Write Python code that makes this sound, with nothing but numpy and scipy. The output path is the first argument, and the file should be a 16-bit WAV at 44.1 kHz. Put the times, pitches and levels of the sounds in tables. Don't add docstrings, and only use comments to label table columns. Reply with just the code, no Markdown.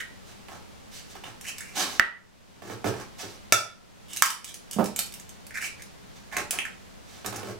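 import sys
import numpy as np
from scipy import signal
from scipy.fft import rfft, irfft, next_fast_len
from scipy.io import wavfile

SR = 44100
rng = np.random.default_rng(int(sys.argv[2]) if len(sys.argv) > 2 else 0)


def pcm_store(signal):
    levels = np.round(np.clip(np.atleast_2d(signal), -1, 1) * 32767)
    wavfile.write(sys.argv[1], SR, levels.astype(np.int16).T)


N = 334719
TIME = np.arange(N) / SR
AGE = TIME[:SR // 2]

# frequency in Hz, level in dB, T60 in s.
BOWL_MODES = [(108, -19.5, .12), (599, -5, 0.03), (700, -13, 0.056), (1323, -5, 0.089), (1295, -22, 0.34),
              (1343, -12, .15), (1403, -7, 0.12), (1690, -6.5, 0.0061), (2400, -1, 0.0054),
              (3450, -13, .16), (3576, -19, 0.16), (4866, -13, 0.092), (5830, -18, 0.16), (8200, -27, .1)]
OPENING_MODES = [(990, -6.5, 0.012), (1297, 0.5, 0.011), (5700, -2.5, 0.0071)]
EMPTY_SHELL_MODES = [(1274, -4, 0.0071), (1900, 3.5, 0.013), (1990, -11.5, 0.093), (2600, -6.5, 0.0036),
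                     (5200, -33, .004)]
WORKTOP_MODES = [(98, -4, .11), (130, -6, 0.084), (188, -7.5, 0.088), (270, -3.5, .08), (399.4, 2.5, 0.096),
                 (459, 4, .07)]
# start in seconds, level in dB.
FRACTURES = [(1.4113, -33), (1.5825, -29), (1.607, -31), (4.133, -28), (4.1628, -26), (4.1711, -21),
             (4.2592, -11), (4.3031, -14.5), (4.4443, -23.5), (4.5423, -26.5), (4.7118, -26), (4.732, -27),
             (4.842, -27), (4.8587, -26.5), (4.9617, -20.5), (4.9909, -13), (5.1394, -30), (5.8217, -33.5),
             (6.3684, -22), (6.508, -14.5), (7.261, -21.5), (7.361, -28.5)]
# start in seconds, cup pitch in Hz, cup level in dB.
SHELL_RINGS = [(.003, 3030, -37.5), (1.2419, 2880, -38.5), (1.6065, 1796, -37), (4.2601, 1170, -31),
               (4.3038, 1260, -35), (5.508, 1910, -40.5), (5.573, 1850, -32.5), (5.6247, 1900, -31),
               (5.6485, 2520, -36), (6.3668, 2060, -23.5), (6.5877, 2520, -22), (6.652, 1780, -31)]
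# start in seconds, length in seconds, cup pitch in Hz, level in dB.
SCRAPES = [(0, 0.014, 1840, -32), (1.436, 0.036, 2200, -44), (1.464, 0.041, 2480, -35.5),
           (1.538, 0.22, 2220, -52), (4.08, 0.087, 2880, -47), (4.226, 0.049, 2600, -30),
           (4.45, 0.07, 3160, -43), (4.723, 0.026, 2870, -46), (4.982, 0.011, 3040, -35.5),
           (5.541, 0.05, 1960, -35.5), (5.604, 0.077, 2330, -36), (5.778, 0.052, 2000, -51),
           (6.313, 0.059, 1900, -42), (6.512, 0.058, 2400, -46.5)]
# cup pitch in Hz, crackle over cup in dB.
CRACKLE_SHARE = [(1850, -12), (2350, -1), (3000, 2)]
# start in seconds, thud in dB, tap in dB, slide in seconds.
CONTACTS = [(.484, -55.5, -42, 0.096), (1.152, -54, -41.5, 0.02), (1.237, -53, -40.5, 0.074),
            (1.9976, -52, -17.5, 0.0106), (2.62, -45, -40.5, 0.092), (2.698, -39.5, -37.5, 0.056),
            (2.843, -29, -29, 0.066), (2.938, -48.5, -39, .11), (3.231, -43, -41, 0.037),
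            (6.325, -58, -36.5, 0.041), (6.367, -39.5, -28.5, 0.041), (6.53, -53, -36, 0.072),
            (7.246, -41.5, -35, 0.066), (7.325, -43, -36, 0.094), (7.431, -39, -38.5, 0.1)]
# start in seconds, length in seconds, level in dB, lower edge in Hz.
HAND_STROKES = [(0.252, 0.09, -55.5, 900), (0.475, 0.063, -60, 1200), (0.912, 0.094, -47, 1900),
                (1.089, 0.046, -52, 1780), (1.751, 0.099, -28.5, 173.5), (3.181, 0.052, -40, 493),
                (6.151, 0.029, -54.5, 900), (7.05, .18, -54.5, 500)]
# frequency in Hz, spectral density in dB.
CRACK_SPECTRUM = [(60, -23.5), (300, -11.5), (1000, -2), (2500, 2), (4000, -4.5), (6300, 3.5), (10000, -7),
                  (15000, -11.5)]
SNAP_SPECTRUM = [(200, -19.5), (1000, -15), (2500, -7), (4200, -6.5), (6300, -0.5), (10500, -3.5),
                 (15000, -12.5)]
SPLASH_SPECTRUM = [(80, -14), (300, -5), (450, 2.5), (750, -5.5), (1200, -10.5), (2000, -26), (6000, -38)]
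CRACKLE_SPECTRUM = [(500, -10), (2000, -6.5), (4000, -5), (6300, 0.5), (10000, -4.5), (15000, -15)]
TAP_SPECTRUM = [(100, -30), (400, -14.5), (800, -2), (1200, -5.5), (2000, -9.5), (8000, -28.5)]
BRUSH_SPECTRUM = [(47, -41.5), (80, -10), (136, -8), (323, -2.5), (404, -5), (877, -3.5), (980, -4.5),
                  (1120, -1), (1280, -6), (1600, -4.5), (6030, -5), (16000, -21)]
RUMBLE_SPECTRUM = [(50, -27.5), (75, -16), (100, 7), (150, -5.5), (260, -7.5), (400, 0.5), (650, -4.5),
                   (2000, -36.5)]
RUSTLE_SPECTRUM = [(300, -4), (800, 9), (1700, 2.5), (3500, -8), (6000, -5), (10000, -13.5), (15000, -22.5)]
HUSH_SPECTRUM = [(25, -7), (92, -3.5), (125, -8), (200, -5.5), (310, -12), (500, -13), (1000, -17.5),
                 (1700, -21), (4000, -25), (7000, -28.5), (16000, -39.5)]
# frequency in Hz, correlation from -1 to 1.
HUSH_CORRELATION = [(60, -0.73), (290, -0.58), (1400, -0.17), (3100, 0.27), (15000, -0.25)]
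# frequency in Hz, T60 in seconds.
KITCHEN_T60 = [(100, 0.38), (700, .36), (2000, 0.32), (5000, .33), (13000, 0.22)]


def blow(start_s, modes, ring_db, crack_db, crumble_s):
    out = np.zeros(N)
    add(out, start_s, from_db(ring_db) * ring(modes))
    add(out, start_s, from_db(crack_db) * burst(CRACK_SPECTRUM, crumble_s))
    return out


def shell_ticks(piece_hz=2600, scatter_octaves=0.23, crumb_gap_s=0.097, rebound_s=0.014):
    out = np.zeros(N)
    crumbs = [(5 + crumb_gap_s * (k + late), -35.5) for k, late in enumerate(rng.random(6))]
    for start_s, db in FRACTURES + crumbs:
        hz = piece_hz * 2 ** (scatter_octaves * rng.uniform(-1.3, 1))
        add(out, start_s, tick(hz, crack_db=db, cup_db=db - 20))
    for start_s, hz, db in SHELL_RINGS:
        add(out, start_s, tick(hz, crack_db=db - 3.5, cup_db=db))
        add(out, start_s + rebound_s, from_db(-9.5) * tick(hz, crack_db=db - 15.5, cup_db=db))
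    return out


def tick(hz, crack_db, cup_db):
    return from_db(cup_db + 21.5) * cup(hz) + from_db(crack_db + 15) * burst(SNAP_SPECTRUM, 0.0023)


def cup(hz, t60=0.0097):
    modes = [(0.756 * hz, -8, t60), (hz, 0, t60), (1.269 * hz, -6, t60)]
    return unit_energy(ring(modes, AGE[:2048]))


def plop(push_hz=203, swell_s=0.0046, yolk_s=4.786, gap_s=0.009, slowing=1.45):
    out = np.zeros(N)
    push = AGE / swell_s * np.exp(1 - AGE / swell_s) * np.sin(2 * np.pi * push_hz * AGE)
    white = (4.762, -27.5, -14)
    ages = np.cumsum(np.r_[0, gap_s * slowing ** np.arange(5)])
    yolk = [(yolk_s + age, -21.5 - 125 * age, 4 - 231 * age) for age in ages]
    for start_s, push_db, splash_db in [white] + yolk:
        add(out, start_s, from_db(push_db) * push)
        add(out, start_s, from_db(splash_db) * burst(SPLASH_SPECTRUM, decay_s=0.027, size=4096))
    return out


def scraping():
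    out = np.zeros(N)
    for start_s, length_s, hz, db in SCRAPES:
        slips = friction(length_s, per_s=2000, spread_db=3.5)
        hollow = unit_energy(signal.fftconvolve(slips, cup(hz))[:len(slips)])
        crackle = from_db(at_hz(CRACKLE_SHARE, hz)) * unit_energy(coloured(slips, CRACKLE_SPECTRUM))
        add(out, start_s, at_level(hollow + crackle, db - 2, length_s))
    return out


def worktop_bumps(rock_s=0.021, loss_per_touch_db=4.5, rest_db=-34.5):
    out = np.zeros(N)
    for start_s, thud_db, tap_db, _ in CONTACTS:
        for touch in range(5):
            modes = [(hz, db + rng.normal(0, 1.6), t60) for hz, db, t60 in WORKTOP_MODES]
            thud = unit_energy(ring(modes))
            tap = burst(TAP_SPECTRUM, decay_s=0.0076)
            touch_s, loss_db = start_s + touch * rock_s, touch * loss_per_touch_db
            if touch == 0 or thud_db - loss_db > rest_db:
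                add(out, touch_s, from_db(thud_db + 25 - loss_db) * thud)
                add(out, touch_s, from_db(tap_db + 21 - loss_db) * tap)
    return out


def handling(lead_s=0.02, trail_s=0.14):
    out = np.zeros(N)
    for start_s, length_s, db, edge_hz in HAND_STROKES:
        graze = (start_s - lead_s, lead_s + length_s + trail_s, db - 12.5)
        for onset_s, stroke_s, stroke_db in [(start_s, length_s, db), graze]:
            slips = friction(stroke_s, per_s=20000, spread_db=0.5, size=18000)
            hiss = low_cut(coloured(slips, BRUSH_SPECTRUM), edge_hz)
            add(out, onset_s, at_level(hiss, stroke_db, stroke_s))
    for start_s, thud_db, tap_db, slide_s in CONTACTS:
        slips = friction(slide_s, per_s=1800, spread_db=5.0)
        add(out, start_s, at_level(coloured(slips, RUMBLE_SPECTRUM), thud_db - 1.5, slide_s))
        add(out, start_s, at_level(coloured(slips, RUSTLE_SPECTRUM), tap_db - 6.5, slide_s))
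    return from_db(-2) * out


def kitchen(x, tail_db=3.5, early_db=-4, early_s=0.0035, build_s=0.0038):
    noise = stereo_noise([(100, 0.7), (1500, 0.37), (12000, 0.05)], size=len(AGE))
    octave = np.round(np.log2(np.maximum(np.fft.rfftfreq(len(AGE), 1 / SR), 100)))
    tail = np.zeros_like(noise)
    for k in np.unique(octave):
        band = irfft(rfft(noise) * (octave == k))
        tail += band * from_db(-60 * AGE / at_hz(KITCHEN_T60, 2 ** k))
    tail = unit_energy(tail * (1 - np.exp(-AGE / build_s)))
    early = unit_energy(noise * AGE * np.exp(-2 * AGE / early_s))
    response = from_db(tail_db) * tail + from_db(early_db) * early
    return signal.fftconvolve(x[None], response, axes=1)[:, :N]


def room_tone(hush_db=-47.5, hum_db=-61, hum_hz=197, hum_width_hz=14):
    noise = stereo_noise(HUSH_CORRELATION, size=next_fast_len(N))[:, :N]
    hush = unit_rms(coloured(noise, HUSH_SPECTRUM))
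    resonance = signal.iirpeak(hum_hz, hum_hz / hum_width_hz, fs=SR)
    hum = unit_rms(signal.lfilter(*resonance, rng.standard_normal((2, N))))
    return from_db(hush_db) * hush + from_db(hum_db) * hum


def ring(modes, age=AGE):
    return sum((-1) ** k * from_db(db - 60 * age / t60) * np.sin(2 * np.pi * hz * age)
               for k, (hz, db, t60) in enumerate(modes))


def burst(spectrum, decay_s, snap=0.07, size=2048):
    spray = unit_energy(rng.standard_normal(size) * np.exp(-AGE[:size] / decay_s))
    return unit_energy(coloured(spray + snap * (AGE[:size] == 0), spectrum))


def friction(length_s, per_s, spread_db, size=12288):
    pressure = np.abs(np.sin(np.pi * np.minimum(AGE[:size] / length_s, 1))) ** .5
    sizes = from_db(spread_db * np.minimum(rng.exponential(1, size), 4)) * rng.choice([-1, 1], size)
    return pressure * sizes * (rng.random(size) < per_s / SR)


def stereo_noise(correlation, size):
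    alike = at_hz(correlation, np.fft.rfftfreq(2 * size, 1 / SR))
    mid, side = rfft(rng.standard_normal((2, 2 * size)))
    return irfft(np.sqrt((1 + alike) / 2) * mid + np.sqrt((1 - alike) / 2) * side * [[1], [-1]])[:, :size]


def coloured(x, spectrum, size=2048):
    gain = from_db(at_hz(spectrum, np.fft.rfftfreq(size, 1 / SR)))
    cepstrum = irfft(np.log(gain))
    response = irfft(np.exp(rfft(2 * cepstrum[:size // 2], size) - cepstrum[0]))
    return signal.oaconvolve(x, np.array(response, ndmin=x.ndim), axes=-1)[..., :x.shape[-1]]


def low_cut(x, hz):
    return signal.sosfilt(signal.butter(3, hz, "high", fs=SR, output="sos"), x + 1e-18)


def placed(x, right_db):
    return x * from_db(np.array([[-right_db], [right_db]]) / 2)


def add(track, start_s, sound):
    start = max(round(start_s * SR), 0)
    track[start:start + len(sound)] += sound[:N - start]


def at_hz(points, hz):
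    known_hz, value = np.transpose(points)
    return np.interp(np.log(np.maximum(hz, 1)), np.log(known_hz), value)


def at_level(sound, db, length_s):
    return from_db(db) * np.sqrt(length_s * SR) * unit_energy(sound)


def unit_energy(x):
    return x / np.sqrt(np.sum(x ** 2) + 1e-20)


def unit_rms(x):
    return x / np.sqrt(np.mean(x ** 2) + 1e-20)


def from_db(db):
    return 10 ** (np.asarray(db) / 20)


def scene():
    over_bowl = shell_ticks() + scraping()
    rim_hit = blow(3.5233, BOWL_MODES, ring_db=-5, crack_db=18.9, crumble_s=0.0076)
    pull_open = blow(4.2224, OPENING_MODES, ring_db=-5, crack_db=16.6, crumble_s=0.0025)
    over_bowl += rim_hit + low_cut(pull_open, hz=750)
    set_down = blow(1.9966, EMPTY_SHELL_MODES, ring_db=4, crack_db=-10.5, crumble_s=0.0014)
    beside = set_down + low_cut(worktop_bumps(), hz=85.3)
    landing = low_cut(plop(), hz=80)
    hands = handling()
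    direct = from_db(-0.5) * placed(over_bowl, right_db=4) + placed(beside + landing, right_db=13)
    direct += from_db(-2.5) * placed(hands, right_db=6)
    room = kitchen(over_bowl + beside + hands + from_db(-6) * landing)
    return direct + placed(room, right_db=2.5) + room_tone()


def record(dry, threshold_db=-3, release_db_per_s=18, attack_s=0.0013, cutoff_hz=15900):
    over_db = np.maximum(20 * np.log10(np.abs(dry).max(axis=0) + 1e-9) - threshold_db, 0)
    held_db = np.maximum.accumulate(over_db + release_db_per_s * TIME) - release_db_per_s * TIME
    pole = np.exp(-1 / (attack_s * SR))
    ducked = dry * from_db(-signal.lfilter([1 - pole], [1, -pole], held_db))
    low_pass = signal.ellip(12, .1, 85, cutoff_hz, fs=SR, output="sos")
    return signal.sosfilt(low_pass, np.clip(ducked, -1, 1))


dry = scene()
out = record(dry)
pcm_store(out)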